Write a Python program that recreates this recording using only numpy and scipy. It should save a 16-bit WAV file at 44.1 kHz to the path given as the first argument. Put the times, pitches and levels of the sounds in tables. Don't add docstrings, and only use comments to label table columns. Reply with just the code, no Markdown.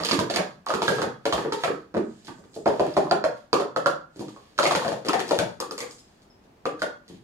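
import sys
import numpy as np
from scipy import signal
from scipy.fft import rfft, irfft
from scipy.io import wavfile
from scipy.ndimage import uniform_filter1d

SR = 44100
rng = np.random.default_rng(int(sys.argv[2]) if len(sys.argv) > 2 else 0)


def makeup_ratio(level_db):
    decades = np.asarray(level_db, float) / 20
    return 10 ** decades


def to_wav(sig):
    pcm = np.clip(np.atleast_2d(sig), -1, 1) * 32767
    pcm = np.round(pcm).astype(np.int16)
    wavfile.write(sys.argv[1], SR, pcm.T)


N = 318843
SPOTS = 3


def band(x, lo_hz, hi_hz):
    return signal.sosfilt(signal.butter(2, [lo_hz, hi_hz], "band", fs=SR, output="sos"), x)


def unit(x):
    return x / np.sqrt(np.mean(x ** 2))


def colour(table, hz):
    table_hz, level_db = np.transpose(table)
    return np.interp(np.log(hz + 1), np.log(table_hz), level_db)


def even(x, width_hz):
    n = x.shape[-1]
    spectrum = rfft(x)
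    smooth_power = uniform_filter1d(np.abs(spectrum) ** 2, size=int(width_hz * n / SR) + 1)
    end = np.clip(np.linspace(4, -1, n), 0, 1)
    return end * irfft(spectrum / np.sqrt(smooth_power), n)


def ring(modes, rise_s, detune=0, scatter_db=0):
    t = np.arange(SR // 6) / SR
    out = np.zeros(len(t))
    for hz, level_db, t60_s in modes:
        level_chance, pitch_chance = rng.standard_normal(2)
        decay = np.exp(-np.log(1000) * t / t60_s)
        tone = np.sin(2 * np.pi * hz * (1 + detune * pitch_chance) * t)
        out += makeup_ratio(level_db + scatter_db * level_chance) * decay * tone
    out = out * (1 - np.exp(-t / rise_s))
    return out / np.max(np.abs(out))


def struck(events, modes, rise_s, gain_db):
    out = np.zeros((SPOTS, N + SR))
    for k, (start_s, level_db, pitch_hz) in enumerate(events):
        blow = ring([(pitch_hz * ratio, db, t60_s) for ratio, db, t60_s in modes], rise_s)
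        i = int(start_s * SR)
        out[k % SPOTS, i:i + len(blow)] += makeup_ratio(level_db + gain_db) * blow
    return out[:, :N]


def pressure(strokes):
    t = np.arange(N) / SR
    out = np.zeros(N)
    for start_s, held_s, level_db in strokes:
        rise_db = 306 * np.maximum(start_s - t, 0)
        fall_db = 147.5 * np.maximum(t - start_s - held_s, 0)
        out += makeup_ratio(level_db - rise_db - fall_db)
    return out


# [hz, level_db per Hz]
WALL = [(1000, -39.5), (1700, 1), (2010, -6), (2860, -4.5), (3350, -2), (3750, -3), (4470, -0.5),
        (5690, -9.5), (6860, -10.5), (8260, -21.5), (9320, -18), (10100, -23.5), (12900, -27.5),
        (14400, -39), (15700, -50)]


def walls(x):
    cepstrum = irfft(np.log(makeup_ratio(colour(WALL, np.fft.rfftfreq(512, 1 / SR)))))
    cepstrum[1:256] *= 2
    cepstrum[257:] = 0
    response = irfft(np.exp(rfft(cepstrum)))
    return signal.fftconvolve(x, response[None] / np.max(np.abs(response)), axes=1)[:, :N]


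def share(events, rim_db, table_db, crack_hz):
    return [(start_s, crack_db, pitch_hz, level_db, level_db + rim_db, level_db + table_db, crack_hz)
            for start_s, level_db, pitch_hz, crack_db in events]


# [start_s, level_db, pitch_hz of the hollow note, crack_db]
PERCHED = [(0.0355, -46, 450, -23), (0.0884, -31, 773, -14), (0.1117, -26, 306, -13.5),
           (0.6643, -39, 683, -27), (0.6863, -38.5, 670, -21.5), (0.7044, -30, 600, -22.5),
           (0.82, -26, 442, -15.5), (0.9837, -27.5, 480, -27), (1.0184, -22.5, 447, -18),
           (1.5231, -28.5, 490, -17.5), (1.6361, -24.5, 664, -17), (3.5304, -18.5, 520, -13.5),
           (3.7625, -23.5, 581, -22.5), (3.8597, -21.5, 610, -16), (4.362, -49.5, 500, -49),
           (4.5795, -41, 496, -21), (4.5875, -23, 532, -12.5), (4.6304, -25.5, 640, -11),
           (4.6547, -22, 670, -42), (4.7114, -24.5, 645, -13.5), (4.9194, -31, 586, -26.5),
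           (5.0855, -24, 358, -15), (5.1494, -29, 754, -40), (5.3881, -29.5, 717, -13.5),
           (6.655, -26.5, 537, -25), (6.8193, -26.5, 612, -19.5)]


def perched():
    return share(PERCHED, rim_db=3.9, table_db=-11.5, crack_hz=(190, 13000))


# [start_s, level_db, pitch_hz of the hollow note, crack_db]
SLAMMED = [(0.0014, -30, 590, -25), (0.0487, -36.5, 477, -12.5), (0.1909, -25.5, 440, -14.5),
           (0.3844, -26.5, 760, -66), (0.7385, -25.5, 470, -18), (0.8807, -22.5, 525, -14),
           (1.0394, -29.5, 784, -47), (1.326, -24.5, 623, -15), (1.3794, -27.5, 386, -32),
           (1.6794, -27, 461, -58), (2.2821, -39.5, 352, -39), (4.2828, -65, 387, -35),
           (4.751, -24.5, 586, -12.5), (4.8477, -27.5, 662, -28)]


def slammed():
    return share(SLAMMED, rim_db=7.1, table_db=-2.8, crack_hz=(2150, 19845))


# [start_s, level_db, pitch_hz of the hollow note, crack_db]
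NESTED = [(0.1294, -21.5, 330, -12.5), (0.3607, -25.5, 614, -11.5), (1.255, -21.5, 544, -16.5),
          (1.4494, -25, 434, -56), (2.2698, -75, 600, -30.5), (2.4394, -49.5, 306, -48),
          (2.6586, -21.5, 427, -27), (2.6653, -25, 640, -46), (2.8668, -32.5, 346, -34.5),
          (2.9417, -44, 370, -47), (3.1115, -14.5, 671, -19.5), (3.2408, -19, 576, -23),
          (3.5994, -24.5, 690, -23.5), (4.6644, -30, 724, -12), (4.8798, -27.5, 558, -22),
          (5.0492, -32, 470, -26), (5.0673, -30, 520, -28), (5.1327, -22.5, 812, -17),
          (5.1941, -26, 447, -17.5), (5.2912, -36, 384, -28), (5.3102, -20, 612, -17)]


def nested():
    return share(NESTED, rim_db=0.69, table_db=-13, crack_hz=(1600, 12600))


# [start_s, level_db, pitch_hz of the hollow note, crack_db]
SET_DOWN = [(0.2094, -27, 410, -45), (0.2995, -27, 683, -16.5), (0.315, -35, 426, -41),
            (0.339, -32.5, 306, -17), (0.9094, -24, 478, -23), (1.941, -31, 340, -37.5),
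            (1.947, -23.5, 526, -42), (1.968, -20.5, 424, -30.5), (2.6774, -22, 447, -25.5),
            (2.7962, -17, 626, -24.5), (2.968, -14.5, 622, -20.5), (5.3444, -48, 560, -23.5),
            (5.4094, -26, 595, -51)]


def set_down():
    return share(SET_DOWN, rim_db=-3.5, table_db=-8, crack_hz=(260, 11400))


# [start_s, level_db, pitch_hz of the hollow note, crack_db]
FALLEN = [
    (5.6019, -34.5, 486, -16.5),
    (5.7107, -37.5, 446, -22),
    (5.7805, -43.5, 500, -20),
    (5.8048, -42.5, 506, -18),
    (5.8294, -41.5, 476, -36),
    (5.87, -54, 500, -39),
    (5.91, -75, 470, -31.5),
    (5.9838, -85, 470, -36),
]


def fallen():
    return share(FALLEN, rim_db=9.3, table_db=-12.5, crack_hz=(4460, 19845))


# [start_s, level_db, pitch_hz of the hollow note, crack_db]
HANDLED = [
    (2.3844, -45.5, 318, -46),
    (2.5624, -34.5, 537, -35),
    (2.5994, -67, 576, -62),
    (4.1605, -42, 324, -38),
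    (4.1934, -32, 295, -29.5),
    (4.2094, -37.5, 617, -31.5),
    (4.235, -39.5, 325, -47),
    (7.0994, -41, 271, -60),
    (7.14, -52, 304, -67),
    (7.1894, -68, 360, -73),
]


def handled():
    return share(HANDLED, rim_db=-9, table_db=-4, crack_hz=(4600, 20000 - 155))


# [start_s, crack_db]
TICKS = [(2.248, -33.5), (2.534, -43), (2.542, -34), (2.554, -37), (3.369, -44), (5.28, -23), (5.929, -40),
         (6.22, -45), (6.252, -64), (6.4394, -52), (6.794, -33), (7.08, -35)]


def ticks():
    events = [(start_s, crack_db - 23, 434, crack_db) for start_s, crack_db in TICKS]
    return share(events, rim_db=0, table_db=0, crack_hz=(3800, 15000))


# [hz, level_db, t60_s]
RIM = [(937, -4, 0.025), (1136, -1.5, 0.016), (1260, -1, 0.016), (1437, 5.5, 0.008), (1670, 0, 0.0067),
       (2275, -4.5, 0.007), (2430, -25, 0.0039)]
# [hz, level_db, t60_s]
TABLE = [(78, 12.5, 0.013), (98, -3.5, 0.044), (143.4, -4, 0.088), (165.5, -7.5, 0.12), (202.4, 6, 0.051),
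         (238.2, -15, 0.21)]


def knocks():
    rows = perched() + slammed() + nested() + set_down() + fallen() + handled() + ticks()
    rows.sort(key=lambda row: row[0])
    t = np.arange(SR // 40) / SR
    chatter = rng.standard_normal((len(rows), len(t))) * 0.37 * np.exp(-np.log(1000) * t / 0.023)
    chatter[:, 0] = 1
    chatter = even(chatter, 160)
    out, crack = np.zeros((2, SPOTS, N + SR))
    for k, (start_s, crack_db, hz, hollow_db, rim_db, table_db, crack_hz) in enumerate(rows):
        hollow = [(hz, 0, 0.026), (hz * 1.171, -2.5, 0.021), (hz * 1.44, -5, 0.02),
                  (hz * 0.8335, -3, 0.03), (hz * 0.616, -6, 0.03)]
        blow = makeup_ratio(rim_db - 0.5) * ring(RIM, 0.0011, detune=0.047, scatter_db=2.9)
        blow += makeup_ratio(hollow_db + 3.5) * ring(hollow, 0.0029, detune=0.053, scatter_db=2.77)
        blow += makeup_ratio(table_db - 2.5) * ring(TABLE, 0.024, detune=0.072, scatter_db=4.55)
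        i = int(max(start_s, 0) * SR)
        out[k % SPOTS, i:i + len(blow)] += blow
        crack[k % SPOTS, i:i + len(t)] += makeup_ratio(crack_db + 2) * band(chatter[k], *crack_hz)
    return out[:, :N] + walls(crack)


# [start_s, level_db peak, pitch_hz]
CLACKS = [(0.035, -24, 1230), (0.0867, -26, 1240), (0.1114, -17.5, 1160), (0.19, -18, 1030),
          (0.3017, -38, 1320), (0.348, -26, 1190), (0.3628, -25, 1310), (0.6665, -19.5, 1140),
          (0.7032, -13.5, 1260), (0.7385, -22, 1120), (0.7865, -26, 1180), (0.819, -14, 926),
          (0.881, -10.5, 1644), (0.984, -19.5, 1320), (1.0193, -22, 1500), (1.255, -22.5, 975),
          (1.3254, -13, 1150), (1.5221, -21, 1310), (1.6372, -16.5, 1330), (1.947, -23.5, 976),
          (2.2836, -38, 1590), (2.6614, -14, 895), (2.7048, -34, 990), (2.7975, -39, 1110),
          (2.967, -16.5, 1064), (3.0703, -25, 1060), (3.112, -20, 1070), (3.24, -20, 1118),
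          (3.5298, -14, 1000), (3.5653, -17.5, 1185), (3.6218, -23.5, 1280), (3.7626, -14.5, 1324),
          (3.8604, -9, 1385), (4.2847, -40, 1200), (4.3637, -36.5, 1110), (4.5889, -7, 1320),
          (4.7095, -12.5, 1143), (4.7496, -22, 1040), (4.8214, -21, 1060), (4.8499, -28, 966),
          (4.8704, -27, 1090), (5.0495, -38, 1340), (5.094, -13.5, 1295), (5.1328, -28, 1120),
          (5.3084, -18, 970), (5.3899, -18, 1527), (5.6028, -33, 1140), (5.6248, -23.5, 1185),
          (5.7104, -44, 1040), (6.6554, -16.5, 1206), (6.792, -38.5, 1550), (6.8194, -16, 1480)]


def rim_clacks():
    modes = [(0.9856, 0, 0.027), (0.853, 1, 0.011), (1.125, -7.5, 0.012)]
    return struck(CLACKS, modes, rise_s=0.00084, gain_db=-0.93)


# [start_s, level_db peak, pitch_hz]
POPS = [(0.134, -21, 466), (0.695, -14, 615), (1.262, -19.5, 630), (1.339, -20, 650), (1.689, -14, 410),
        (2.665, -3.5, 632), (2.802, -6.5, 670), (2.975, -5.5, 673), (3.12, -11, 634), (3.249, -19, 647),
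        (3.537, -8.5, 474), (3.77, -14.5, 563), (3.867, -15, 690), (4.637, -8.5, 630), (4.919, -14.5, 650),
        (5.138, -11.5, 775), (5.317, -9.5, 570), (5.399, -17, 630), (6.663, -17.5, 537), (6.827, -22, 556)]


def pops():
    return struck(POPS, [(1, 0, 0.022), (1.2, -4, 0.009)], rise_s=0.00084, gain_db=-7)


# [start_s, level_db peak, pitch_hz]
TINKS = [(0.0353, -21, 4660), (0.0493, -22, 4930), (0.0677, -20, 4580), (0.0882, -17, 4530),
         (0.1111, -17, 4870), (0.1164, -11, 4500), (0.1915, -22, 3990), (0.2992, -24, 4530),
         (0.3421, -24, 4400), (0.3601, -18, 4700), (0.6704, -40, 4380), (0.6863, -27, 4640),
         (0.7387, -34, 4410), (0.82, -34, 4420), (0.8794, -17, 3690), (1.0191, -33, 3770),
         (1.254, -28, 4680), (1.3304, -26, 4000), (1.5219, -30, 4870), (1.6377, -24, 3530),
         (2.6569, -37, 4670), (2.6778, -30, 4900), (2.7955, -34, 4520), (2.9397, -36, 4970),
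         (2.9662, -32, 3630), (3.0979, -38, 4650), (3.1118, -14.5, 4600), (3.24, -24, 4380),
         (3.5299, -11, 4650), (3.7614, -31, 4320), (3.8596, -24, 4500), (4.5875, -20, 4300),
         (4.6244, -21, 4310), (4.6538, -18, 4470), (4.7097, -26, 3740), (4.7506, -19, 4400),
         (4.8803, -29, 4520), (5.0664, -33, 4600), (5.0853, -18, 5010), (5.1322, -24, 5100),
         (5.2919, -27, 5030), (5.3088, -25, 4410), (5.3887, -17, 3570), (5.6017, -21.5, 5180),
         (5.7099, -23, 4900), (5.7793, -28, 4700), (5.8047, -25, 5530), (5.91, -40, 5300),
         (6.6543, -34, 4410), (6.6744, -43, 4350), (6.8199, -29, 4760)]


def tinks():
    modes = [(1, 1.5, 0.013), (1.07, -5, 0.0062), (1.45, -7.5, 0.0035)]
    return struck(TINKS, modes, rise_s=0.0002, gain_db=0)


# [start_s, level_db peak]
SNAPS = [(0.0358, -31), (0.052, -15.5), (0.191, -24), (0.2992, -36), (0.361, -14), (0.663, -27),
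         (0.7372, -34), (0.82, -28), (0.8794, -29), (1.0166, -26), (1.254, -28), (1.3259, -44),
         (1.5304, -34), (1.6212, -39), (1.6347, -28), (1.942, -54), (2.5292, -58), (2.5461, -48),
         (2.5536, -38), (2.66, -37), (2.6778, -34), (2.7975, -39), (2.8664, -32), (2.9402, -46),
         (2.9704, -28), (3.114, -31), (3.24, -39), (3.5299, -29), (3.761, -41), (3.8621, -36),
         (4.1944, -41), (4.5875, -32), (4.7082, -26), (4.7506, -31), (4.8798, -31), (5.0484, -41),
         (5.065, -26), (5.0893, -18), (5.134, -25), (5.193, -32), (5.202, -23), (5.2804, -35),
         (5.3093, -28), (5.388, -30), (5.389, -15), (5.6033, -16.5), (5.7099, -30), (5.779, -25),
         (5.805, -22), (5.91, -36), (6.6548, -47), (6.796, -47), (6.8194, -26), (7.0803, -55.5)]


def snaps():
    out = np.zeros(N)
    for start_s, level_db in SNAPS:
        out[int(start_s * SR)] = makeup_ratio(level_db + 9.5)
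    return band(out, 4200, 11000)


# [start_s of full pressure, held_s, level_db]
SLIDES = [(0.045, 0.053, -33), (0.345, 0.045, -42.5), (0.84, 0.11, -35.5), (1.33, 0.051, -38.5),
          (1.59, 0.072, -42.5), (2.1, 0.18, -60.5), (2.7, 0.34, -48), (3.33, 0.045, -58),
          (3.81, 0.037, -55), (4.189, 0.03, -51), (4.36, 0.12, -59), (4.61, 0.12, -46), (4.74, 0.11, -39),
          (5.1, 0.047, -57), (5.81, 0.032, -61), (4.87, 0.038, -51), (5.24, 0.19, -43.5),
          (5.75, 0.046, -67), (5.98, 0.2, -65), (6.8, 0.028, -54), (7.11, 0.014, -55)]


def slides():
    happens = rng.random((SPOTS, N)) < 900 / SR
    strength = makeup_ratio(-4 * np.log(rng.random((SPOTS, N)) + 0.043))
    tick_train = happens * strength * np.sign(rng.standard_normal(N))
    return pressure(SLIDES) * makeup_ratio(-14.5) * unit(walls(tick_train))


# [start_s, level_db peak, pitch_hz]
PINGS = [(0.1118, -24, 2250), (1.3245, -25, 3150), (1.6362, -25, 1910), (3.241, -30, 4370),
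         (4.6553, -16.5, 2130), (4.6643, -34, 2160), (4.6794, -37, 2170), (4.7516, -25.5, 1900),
         (5.0839, -27, 2660), (5.1327, -21.5, 1820), (5.2024, -26.5, 1830), (5.3885, -29, 2480),
         (5.7798, -37, 1980), (5.8047, -31.5, 2020), (5.821, -49, 2430), (6.7983, -48, 4750),
         (7.0984, -52, 3230), (6.655, -34, 2550), (5.79, -37, 2100), (5.812, -36, 2150),
         (5.826, -38.5, 2280), (0.06, -29, 3200), (1.2545, -32, 1740), (1.64, -26.5, 2420),
         (0.361, -24, 2200), (3.2405, -30, 1850), (5.912, -50, 6900), (5.99, -57, 6920), (5.78, -37, 6900)]


def pings():
    return struck(PINGS, [(1, -2, 0.011), (1.09, -2, 0.0039)], rise_s=0.00017, gain_db=3.5)


# [start_s, level_db peak, pitch_hz]
THUMPS = [(0.183, -22, 130), (0.888, -27.5, 144), (1.06, -32, 116), (1.339, -28, 64.6), (2.288, -39, 149),
          (2.448, -54, 144), (4.199, -41, 114), (5.383, -24.5, 115), (5.431, -36, 128), (7.139, -43, 139),
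          (7.19, -43, 126)]


def thumps():
    return struck(THUMPS, [(1, -3, 0.063), (1.4, 2, 0.029)], rise_s=0.0042, gain_db=-3.5)


# [start_s, level_db peak, pitch_hz]
SINGING = [(5.604, -35, 478), (5.712, -38, 504), (5.782, -32.5, 483), (5.806, -33.5, 487),
           (5.832, -41, 490), (5.3, -46.5, 470), (5.915, -61, 480), (5.99, -51, 5200), (6.3, -54, 5220),
           (7.7, -57, 2150), (7.08, -55, 1900), (3.862, -40, 1404), (1.523, -28, 900), (1.64, -31, 940),
           (0.96, -36, 950), (5.985, -58, 5200)]


def singing():
    return struck(SINGING, [(1, -6, 0.1), (1.02, -9, 0.058)], rise_s=0.0018, gain_db=-6)


# [hz, t60_s, level_db, left-right likeness 0-1]
ROOM = [(83, 0.9, -8, 0), (172, 0.53, 2, 1), (348.6, 0.32, 7, 0.74), (655, 0.3, 7.5, 0.22),
        (1323, 0.39, 2, 0), (2675, 0.28, 4.5, 0.05), (6280, 0.31, 0.5, 0.04), (10280, 0.21, 10, 0)]


def room():
    t = np.arange(int(0.7 * SR)) / SR
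    onset = np.clip((t - 0.004) / 0.0018, 0, 1)
    early = makeup_ratio(11 * np.exp(-t / 0.0083))
    out = 0
    for hz, t60_s, level_db, like in ROOM:
        fade = np.exp(-np.log(1000) * t / t60_s) * onset * early
        tails = even(rng.standard_normal((2, len(t))) * fade, 40) * onset
        mid, side = unit(band(tails, hz / np.sqrt(2), hz * np.sqrt(2))) / np.sqrt(len(t))
        pair = np.sqrt(1 + like) * mid + np.sqrt(1 - like) * side * np.array([[1], [-1]])
        out = out + makeup_ratio(level_db) * np.sqrt(hz / SR) * pair
    return out


# [hz, left minus right level_db]
PORTS = [(60, -2.0), (110, 0.0), (200, 2), (380, -1.0), (700, 5), (1290, -4), (2380, 0.5), (4400, -5),
         (8120, 3), (15000, -1.5)]


def ports(x):
    db = colour(PORTS, np.fft.rfftfreq(N, 1 / SR))
    return irfft(rfft(x) * makeup_ratio(np.array([db, -db]) / 2), N)


# [start_s, left minus right level_db]
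PLACE = [
    (0.0, -2.5),
    (1.49, -0.5),
    (2.25, -2.5),
    (3.2, -1.5),
    (4.39, -0.5),
    (4.89, 2),
    (5.48, 3.5),
    (5.98, 1),
    (7.23, 1),
]


def place(x):
    pan_db = np.interp(np.arange(N) / SR, *np.transpose(PLACE))
    return x * makeup_ratio(np.array([pan_db, -pan_db]) / 2)


# [start_s of full pressure, held_s, level_db]
RUSTLES = [
    (2.05, 0.36, -66),
    (2.27, 0.019, -78),
    (2.55, 0.052, -58.5),
    (4.17, 0.19, -66),
    (5.9, 0.047, -53.5),
    (6.05, 0.17, -80),
]


def rustle():
    low, high = rng.standard_normal((2, 2, N))
    return pressure(RUSTLES) * unit(band(low, 4800, 5200) + band(high, 6200, 8300))


# [hz, level_db per Hz]
HISS = [(15, -25.5), (25, -13), (27, 3), (55, 2), (144, 2), (289, 2), (552, -5.5), (666, -4.5),
        (1270, -13.5), (4040, -24.5), (5430, -26), (10100, -35), (15500, -37)]


def hiss():
    hz = np.fft.rfftfreq(N, 1 / SR)
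    mid, side = rfft(rng.standard_normal((2, N))) * makeup_ratio(colour(HISS, hz))
    side = side * np.clip(hz / 600 + 30 / (hz + 1) - 0.3, 0, 1)
    return makeup_ratio(-56.5) * unit(irfft(np.array([mid + side, mid - side]), N))


def duck(cups):
    keep = np.exp(-1 / (0.12 * SR))
    loud = signal.lfilter([1 - keep], [1, -keep], cups ** 2)
    return (1 + loud / makeup_ratio(-100)) ** -0.15


def scene():
    spots = knocks() + slides() + pings() + thumps() + singing()
    tink, rim, pop = tinks(), rim_clacks(), pops()
    cups = (spots + tink + rim + pop).sum(axis=0) + snaps()
    to_room = spots + makeup_ratio(-12) * tink + makeup_ratio(-2.5) * rim + makeup_ratio(-3) * pop
    direct = np.array([np.roll(cups, 6), cups]) * makeup_ratio(1.5)
    echo = sum(signal.fftconvolve(spot[None], room(), axes=1)[:, :N] for spot in to_room)
    near = signal.sosfilt(signal.butter(6, 58, "high", fs=SR, output="sos"), direct + echo)
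    return place(ports(near)) + duck(cups) * hiss() + rustle()


def roll_off(x):
    return signal.sosfilt(signal.butter(12, 15830, fs=SR, output="sos"), x)


def record(dry):
    mix = signal.sosfilt(signal.butter(2, 35, "high", fs=SR, output="sos"), dry)
    mix = signal.sosfilt(signal.ellip(6, 0.2, 50, 15700, fs=SR, output="sos"), mix)
    return roll_off(mix)


dry = scene()
out = record(dry)
to_wav(out)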